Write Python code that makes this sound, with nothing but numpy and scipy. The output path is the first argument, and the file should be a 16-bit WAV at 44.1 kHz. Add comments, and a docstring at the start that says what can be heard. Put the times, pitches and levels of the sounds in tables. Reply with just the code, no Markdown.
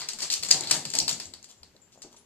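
"""Two puppies scamper in a pen on a hard floor in a small, live room; two microphones ring in the treble.
At first claws tick and scrape (impulsive and stick-slip noise), pads thud and hollow bumps ring (modes).
The steps then thin out; a faint tinkle of metal, one narrow mode a time, sounds from 1.6 s.
Near 2 s come dry little knocks, each a damped sine. Throughout, a pen wall echoes, the room reverberates
as decaying diffuse noise, and a steady bed of room air and microphone hiss lies beneath."""
import sys
import numpy as np
from scipy import signal
from scipy.fft import rfft, irfft
from scipy.io import wavfile
from scipy.ndimage import uniform_filter1d

SR = 44100
rng = np.random.default_rng(int(sys.argv[2]) if len(sys.argv) > 2 else 0)


def dump(signal):
    """Clip the signal to [-1, 1] and save it as 16-bit WAV at the path in sys.argv[1]."""
    limited = np.clip(np.atleast_2d(signal).T, -1, 1)
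    pcm = np.round(limited * 32767).astype(np.int16)
    wavfile.write(sys.argv[1], SR, pcm)


N = 99225
T = np.arange(N) / SR
HZ = np.maximum(np.arange(N + 1) * SR / (2 * N), 1)  # bins of a spectrum padded to 2 N samples
TAIL_S = 0.6
TAIL = int(TAIL_S * SR)
TAIL_HZ = np.maximum(np.fft.rfftfreq(TAIL, 1 / SR), 1)
SPEED_OF_SOUND = 343  # m/s


def undb(db):
    """Level as the logarithm of amplitude: decibels to gain."""
    return 10 ** (np.asarray(db) / 20)


def curve(points, at=HZ):
    """Interpolation: values joined by straight lines over log frequency."""
    hz, value = np.array(points, float).T
    return np.interp(np.log(at), np.log(hz), value)


def colour(x, db):
    """Minimum phase: folding the cepstrum makes a causal filter with the given gain at each frequency."""
    cepstrum = irfft(np.log(undb(db)))
    cepstrum[1:N] *= 2
    cepstrum[N + 1:] = 0
    response = np.exp(rfft(cepstrum))
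    return irfft(rfft(x, 2 * N) * response)[..., :N]


def share(power):
    """Normalization: a power spectrum scaled to a mean of one."""
    return power / np.mean(power)


def body(x, points):
    """Source and filter: a spectrum colours a force; its mean power gain is one."""
    db = curve(points)
    return colour(x, db - 10 * np.log10(np.mean(undb(db) ** 2)))


def contact(start, rise, fade, t=T):
    """Impact with damping: a quick rise, then an exponential fade (time constants in s)."""
    age = np.maximum(t - start, 0)
    return (1 - np.exp(-age / rise)) * np.exp(-np.minimum(age / fade, 50))


def chatter():
    """White excitation: tiny slips of even strength and random sign."""
    return np.sign(rng.standard_normal(N))


def ring(hz, width_hz, size):
    """Phase diffusion: a sine of unit power whose wandering phase widens its spectral line."""
    wander = uniform_filter1d(rng.standard_normal(size), size=8) * np.sqrt(2 * np.pi * width_hz / SR)
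    phase = np.cumsum(2 * np.pi * hz / SR + wander)
    return np.sqrt(2) * np.sin(phase)


def delayed(x, seconds):
    """Propagation delay: a phase that falls linearly with frequency."""
    return irfft(rfft(x, 2 * N) * np.exp(-2j * np.pi * HZ * seconds))[:N]


PORT_GAP_M = 0.042  # between the two microphone ports


def diffuse(size):
    """Diffuse-field coherence: noise spectra at two points, alike in the bass, unrelated in the treble."""
    a, b = rfft(rng.standard_normal((2, size)))
    alike = np.sinc(2 * np.fft.rfftfreq(size, 1 / SR) * PORT_GAP_M / SPEED_OF_SOUND)
    return np.array([a, alike * a + np.sqrt(1 - alike ** 2) * b])


# spectrum of the room's still air: f/Hz, relative spectral density/dB
AIR_SPECTRUM = [(25, -20.5), (60, -11), (110, -1.5), (250, -1.5), (600, -9.5), (1500, -14.5), (3000, -15.5),
                (4500, -24), (7500, -11.5), (10000, -46)]
AIR_DB = -65.5


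def still_air():
    """Diffuse background: steady coloured noise from all sides."""
    return undb(AIR_DB) * body(irfft(diffuse(N), N), AIR_SPECTRUM)


# decay of the room, by band: f/Hz, reverberation time/s
ROOM_DECAY = [(150, 0.61), (400, 0.85), (1000, 0.34), (3000, 0.34), (7000, 0.28), (14000, 0.37)]
# gain kept on reflection: f/Hz, gain/dB
WALL_GAIN = [(3000, 3), (7000, 3.5), (10000, 2), (14000, -2.5)]
ROOM_DB, EARLY_DB = -0.5, -8.5
ROOM_BUILD_S, EARLY_FADE_S = 0.0047, 0.015


def room_bands():
    """Frequency-dependent absorption: each band's weight over frequency, and its early and late envelope."""
    t = T[:TAIL]

    def unit(v):
        """Unit energy: a vector divided by its norm."""
        return v / np.linalg.norm(v)

    early = undb(EARLY_DB) * unit(contact(0, ROOM_BUILD_S, EARLY_FADE_S, t))
    bands, fades = [], []
    for own in ROOM_DECAY:
        t60 = own[1]
        late = undb(ROOM_DB) * unit(contact(0, ROOM_BUILD_S, t60 / np.log(1000), t))
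        fades.append(np.hypot(early, late))
        bands.append(curve([(row[0], row is own) for row in ROOM_DECAY], TAIL_HZ))
    return np.array(bands) * undb(curve(WALL_GAIN, TAIL_HZ)), np.array(fades)


def reflections(gain, bands, fades):
    """Statistical reverberation: decaying diffuse noise answers an impulse, in a new random pattern each time."""
    noise = diffuse(TAIL) * gain
    return (irfft(noise[:, None] * bands, TAIL) * fades).sum(axis=1)


STEP_S = 0.1  # a new pattern of reflections this often


def room(x):
    """Convolution with the room's impulse response: reverberation of all sounds but the ticks."""
    step, space = int(STEP_S * SR), room_bands()
    out = np.zeros((2, N + TAIL))
    for i in range(0, N, step):
        wet = signal.fftconvolve(reflections(0.97, *space), x[None, i:i + step], axes=1)
        out[:, i:i + wet.shape[1]] += wet
    return out[:, :N]


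# metal touches: t/s, f/Hz, level/dB
METAL_TINKLES = [(1.575, 7170, -59), (1.817, 7260, -55.5), (1.975, 7070, -58), (2.18, 9800, -55.5)]
TINKLE_RISE_S, TINKLE_FADE_S, TINKLE_WIDTH_HZ = 0.00042, 0.033, 25.3


def tinkles():
    """Modal ringing: lightly touched metal sounds on one high mode."""
    out = np.zeros(N)
    for start, hz, db in METAL_TINKLES:
        touch = undb(db) * contact(start, TINKLE_RISE_S, TINKLE_FADE_S)
        out += touch * ring(hz, TINKLE_WIDTH_HZ, size=N)
    return out


PAW_RISE_S = 0.0034  # of soft contacts
# hollow bumps against the floor and the pen: t/s, f/Hz, level/dB
HOLLOW_BUMPS = [(.003, 146.5, -53.5), (.235, 148.6, -53), (0.389, 135, -51), (.535, 154.3, -40),
                (.72, 155.1, -40), (0.846, 147.6, -47), (1.008, 161, -44), (1.257, 101.7, -54),
                (1.326, 85.3, -64), (1.601, 88, -58.5), (1.747, 490, -53.5), (2.04, 295.3, -51)]
BUMP_CYCLES, BUMP_WIDTH_SHARE = 7.6, 0.17  # fade in cycles, line width as a share of the pitch


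def bumps():
    """Damped resonance: a soft bump rings hollow for a few cycles."""
    out = np.zeros(N)
    for start, hz, db in HOLLOW_BUMPS:
        hit = undb(db) * contact(start, PAW_RISE_S, BUMP_CYCLES / hz)
        out += hit * ring(hz, BUMP_WIDTH_SHARE * hz, size=N)
    return out


TICK_RISE_S = 0.0003  # of hard contacts
# dry knocks as a puppy fumbles about: t/s, f/Hz, level/dB
DRY_TAPS = [(1.9575, 646, -42), (1.976, 620, -36.5), (2.035, 1050, -46), (2.0425, 487, -51),
            (2.049, 433, -35), (2.057, 405, -42), (2.067, 750, -47), (2.084, 486, -51), (2.129, 1050, -43),
            (2.1435, 845, -38.5), (2.1468, 1000, -38.5)]
TAP_CYCLES = 0.7  # fade in cycles


def taps():
    """Heavy damping: a light, dry knock dies within a cycle or two."""
    out = np.zeros(N)
    for start, hz, db in DRY_TAPS:
        hit = undb(db) * contact(start, TICK_RISE_S, TAP_CYCLES / hz)
        out += hit * np.sin(2 * np.pi * hz * (T - start))
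    return out


# paw pads landing: t/s, pat level/dB, floor boom level/dB
PAW_LANDINGS = [(0.014, -51, -54), (.135, -48.5, -45), (0.223, -43.5, -50.5), (0.432, -44, -44.5),
                (.512, -40, -63), (0.539, -30.5, -71.5), (0.603, -37, -44.5), (0.641, -42.5, -48),
                (0.712, -35, -44.5), (0.764, -40.5, -39.5), (0.849, -53, -46), (0.944, -33, -52),
                (.97, -41, -49), (1.007, -36.5, -40), (1.087, -41, -48), (1.114, -46, -43),
                (1.2, -51.5, -58), (1.336, -55.5, -67.5), (1.626, -56.5, -60.5), (2.035, -48, -79)]
# spectrum of a pad's pat: f/Hz, relative spectral density/dB
PAT_SPECTRUM = [(60, -22), (150, -18.5), (300, 4.5), (500, -1), (800, 3), (1300, -14.5), (2500, -25.5),
                (6000, -42.5)]
# spectrum of the floor's boom: f/Hz, relative spectral density/dB
BOOM_SPECTRUM = [(25, -18.5), (55, -36), (80, -16.5), (110, -7), (150, -4), (190, -5), (260, -9),
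                 (600, -31.5)]
PAT_FADE_S, BOOM_FADE_S = 0.0087, 0.015


def paws():
    """Soft impact: slow contact by pads gives a dull pat, and the floor booms under them."""
    pat, boom = np.zeros((2, N))
    for start, pat_db, boom_db in PAW_LANDINGS:
        pat += undb(pat_db) * contact(start, PAW_RISE_S, PAT_FADE_S)
        boom += undb(boom_db) * contact(start, PAW_RISE_S, BOOM_FADE_S)
    return body(pat * chatter(), PAT_SPECTRUM) + body(boom * chatter(), BOOM_SPECTRUM)


# claws dragging: t/s, length/s, level/dB, floor knock re scrape/dB
CLAW_SCRAPES = [(-.02, 0.029, -35.5, -8), (0.217, 0.031, -38, -13), (0.312, 0.029, -27, -19.5),
                (0.34, 0.048, -39.5, -8), (0.446, 0.032, -41, -8), (0.575, 0.098, -49.5, 3.5),
                (0.719, 0.055, -31.5, -4.5), (0.87, 0.092, -44, -26), (0.959, 0.025, -38, -7),
                (1.086, 0.034, -29, -9.5), (1.204, 0.055, -50, -5), (1.485, 0.04, -50, -11),
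                (1.917, 0.038, -58, -23), (2.021, 0.021, -50.5, -23), (2.115, 0.027, -56, -11),
                (2.161, 0.018, -53, -11)]
# spectrum of a dragged claw: f/Hz, relative spectral density/dB
DRAG_SPECTRUM = [(500, -49), (1500, -21), (2800, -2), (4700, -6), (5900, -0.5), (7300, 3.5), (9300, -8),
                 (14500, -20)]
# spectrum of the floor's knock, under scrapes and ticks: f/Hz, relative spectral density/dB
KNOCK_SPECTRUM = [(100, -17), (400, 1.5), (800, 2.5), (1400, 1), (2100, 4.5), (2800, -4), (4000, 2),
                  (8000, -20.5)]
GRAINS_PER_S, GRAIN_SPREAD_DB = 1100, 4.5
SCRAPE_EVEN_S = 0.012  # grain power is evened out over this time


def scrapes():
    """Stick-slip friction: a dense run of uneven grains under a pressure that swells and eases."""
    tip, knock = np.zeros((2, N))
    for start, length, db, knock_db in CLAW_SCRAPES:
        along = np.clip((T - start) / length, 0, 1)
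        push = undb(db) * np.sqrt(np.abs(np.sin(np.pi * along)))
        tip += push
        knock += push * undb(knock_db)
    slips = rng.random(N) < GRAINS_PER_S / SR
    grains = slips * chatter() * undb(GRAIN_SPREAD_DB * rng.standard_normal(N))
    grains /= np.sqrt(uniform_filter1d(grains ** 2, size=int(SCRAPE_EVEN_S * SR)) + 1e-9)
    return body(tip * grains, DRAG_SPECTRUM) + body(knock * grains, KNOCK_SPECTRUM)


EVEN_S = 0.0035  # slip power is evened out over this time


def grit(points):
    """Constant short-time power: coloured random slips at an even strength."""
    x = body(chatter(), points)
    return x / np.sqrt(uniform_filter1d(x ** 2, size=int(EVEN_S * SR)) + 1e-12)


# claw ticks: t/s, level/dB, floor knock re tick/dB, fade time/s, room send/dB, ring f/Hz, ring re tick/dB
CLAW_TICKS = [(.007, -30, -5, 0.0013, 3.5, 4530, 0), (0.0172, -28.5, 1.5, 0.0015, -1.5, 4150, -21),
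              (0.087, -22, -12, 0.0037, -4, 6320, -8), (0.1338, -28.5, -10.5, 0.0017, -5, 7430, 4.5),
              (.187, -31, -8.5, 0.0027, 3.5, 7450, -14), (0.204, -27, -11, 0.0028, -3.5, 7100, -11),
              (0.22, -27, -11, 0.004, 4.5, 6900, -5), (.229, -31.5, -0.5, 0.0021, -1.5, 4340, -15),
              (0.3012, -21.5, -14, 0.0027, -1, 4410, -1), (0.3238, -21, -17, 0.003, -5, 7000, -16),
              (0.3382, -14.5, -30, 0.0026, -10.5, 6200, -5), (.426, -32, -11.5, 0.0079, -0.5, 7350, -5),
              (0.4334, -24.5, -10.5, 0.0047, -13, 4610, -11), (0.448, -27, -11.5, 0.003, -0.5, 6860, -13.5),
              (0.4859, -31, -7.5, 0.0092, -3, 7170, 3), (0.5075, -15.5, -7, 0.0014, 3.5, 7670, 0.5),
              (0.5115, -10, -22, 0.0023, -4, 6730, 2.5), (0.5118, -16, -23, 0.0019, -8.5, 4505, 9.5),
              (0.6081, -26, -14, 0.0021, -7.5, 7480, 7), (0.636, -29, -6, 0.0016, 1.5, 3820, 1),
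              (0.672, -29.5, -13, 0.0023, 3, 4360, 0.5), (0.697, -29, -7, 0.0047, 0, 5700, -32),
              (0.7099, -13, -10, 0.0022, -0.5, 8140, 1), (0.712, -10.5, -10.5, 0.004, -12.5, 4860, -27),
              (0.852, -25.5, -9.5, 0.0041, -5.5, 4520, -10), (.902, -30.5, -38, 0.0026, -6, 7300, 5.5),
              (.937, -22.5, -8, 0.0034, -4, 7620, -0.5), (0.9516, -18, -16.5, 0.0032, -4, 7430, -12.5),
              (0.9867, -12, -30.5, 0.0028, -9, 7230, 0.5), (1.0014, -18.5, -25, 0.0015, -3.5, 5370, 4),
              (1.079, -21.5, -9.5, 0.0063, -5, 4510, -6.5),
              (1.092, -19.5, -34.5, 0.0049, -37.5, 7950, -29.5), (1.128, -27.5, -13, 0.0027, -6, 7300, 6),
              (1.1993, -27.5, -10.5, 0.0035, -3.5, 4560, -8.5), (1.256, -37, -8.5, 0.00071, -1, 7550, 11.5),
              (1.337, -33, -6.5, 0.0021, -5.5, 4430, -2), (1.428, -42.5, -13, 0.0018, -2.5, 7040, 2),
              (1.4424, -39.5, -14, 0.0033, -6, 7300, 0.5), (1.6315, -41, -5.5, 0.0019, -5.5, 4170, -1),
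              (1.764, -54, -4, 0.0026, -13, 4000, 1), (2.0194, -37.5, -9, 0.0024, -5, 7470, 1.5),
              (2.0273, -45, -13, 0.0019, -6, 6160, 9.5)]
# spectrum of a claw tip: f/Hz, relative spectral density/dB
CLAW_SPECTRUM = [(500, -23.5), (1500, -25), (2700, -3.5), (3700, -6.5), (4550, -1), (5300, -1.5),
                 (6300, -3.5), (7600, 4), (9300, -6.5), (11500, -12.5), (14500, -17)]
RING_WIDTH_HZ, TAIL_RING_WIDTH_HZ = 460, 1800  # of a claw's ring, direct and in the room's tail
TICK_RING_ROOM_DB = -3.5  # ring in the tail, re its direct level


def ticks():
    """Hard impact: a claw chatters and rings for milliseconds; returns direct sound and reverberation."""
    tip, knock, rings = np.zeros((3, N))
    wet, space = np.zeros((2, N + TAIL)), room_bands()
    claw_power = share(undb(curve(CLAW_SPECTRUM, TAIL_HZ)) ** 2)
    knock_power = share(undb(curve(KNOCK_SPECTRUM, TAIL_HZ)) ** 2)
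    for start, db, knock_db, fade, room_db, hz, ring_db in CLAW_TICKS:
        first = max(int(start * SR), 0)
        span = slice(first, first + SR // 20)
        push = undb(db) * contact(start, TICK_RISE_S, fade, T[span])
        # overlapping noises add in power
        tip[span] += push ** 2
        knock[span] += (push * undb(knock_db)) ** 2
        rings[span] += push * undb(ring_db) * ring(hz, RING_WIDTH_HZ, size=len(push))
        # the room gathers the tick from all directions, so its tail has the tick's smooth overall colour
        ring_power = share(1 / (1 + (2 * (TAIL_HZ - hz) / TAIL_RING_WIDTH_HZ) ** 2) ** 2)
        power = claw_power + undb(knock_db) ** 2 * knock_power
        power += undb(ring_db + TICK_RING_ROOM_DB) ** 2 * ring_power
        send = undb(room_db) * np.linalg.norm(push)
        wet[:, first:first + TAIL] += send * reflections(np.sqrt(power), *space)
    direct = np.sqrt(tip) * grit(CLAW_SPECTRUM) + np.sqrt(knock) * grit(KNOCK_SPECTRUM) + rings
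    return direct, wet[:, :N]


PORT_LAG_S, DIRECT_RIGHT_DB = 0.000066, -2  # right port re left
ECHO_S, ECHO_DB = 0.0128, -15  # off the wall of the pen
SCRAPE_ROOM_DB, PAW_ROOM_DB, TAP_ROOM_DB, RING_ROOM_DB = -6, 1, -7, -18  # sends to the room


def scene():
    """Superposition: the puppies a little to the left, a wall echo, the room and its still air."""
    clicks, click_tails = ticks()
    drag, pads, knocks = scrapes(), paws(), taps()
    ringing = tinkles() + bumps()
    direct = clicks + drag + pads + knocks + ringing
    feed = undb(SCRAPE_ROOM_DB) * drag + undb(PAW_ROOM_DB) * pads
    feed += undb(TAP_ROOM_DB) * knocks + undb(RING_ROOM_DB) * ringing
    near = np.array([direct, undb(DIRECT_RIGHT_DB) * delayed(direct, PORT_LAG_S)])
    echo = undb(ECHO_DB) * delayed(direct, ECHO_S)
    return near + echo + click_tails + room(feed) + still_air()


# resonances of the microphone ports: f/Hz, width/Hz, boost/dB
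PORT_RESONANCES = [(4503, 1016, 8), (7490, 980, 3.5)]
# response of the right microphone: f/Hz, level re left/dB
RIGHT_RESPONSE = [(100, -2), (1200, -2), (4200, -2.5), (6200, 3), (7000, -11.5), (8000, -13.5),
                  (10000, -15.5), (14000, -8)]
# hiss of each microphone: f/Hz, relative spectral density/dB
HISS_SPECTRUM = [(25, 5), (60, 15.5), (200, 12.5), (1500, 3), (8000, -5), (14000, -5.5)]
HISS_DB, TOP_HZ = -68, 14100


def record(dry):
    """Port resonance: both ports ring, the right is duller, both hiss; peaks clip and the top is cut."""
    rings = sum(db / (1 + (2 * (HZ - hz) / width) ** 2) for hz, width, db in PORT_RESONANCES)
    heard = np.array([colour(dry[0], rings), colour(dry[1], rings + curve(RIGHT_RESPONSE))])
    heard = heard + undb(HISS_DB) * body(rng.standard_normal((2, N)), HISS_SPECTRUM)
    top_cut = signal.ellip(8, 0.2, 70, TOP_HZ, fs=SR, output="sos")
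    return signal.sosfilt(top_cut, np.clip(heard, -1, 1))


dry = scene()
out = record(dry)
dump(out)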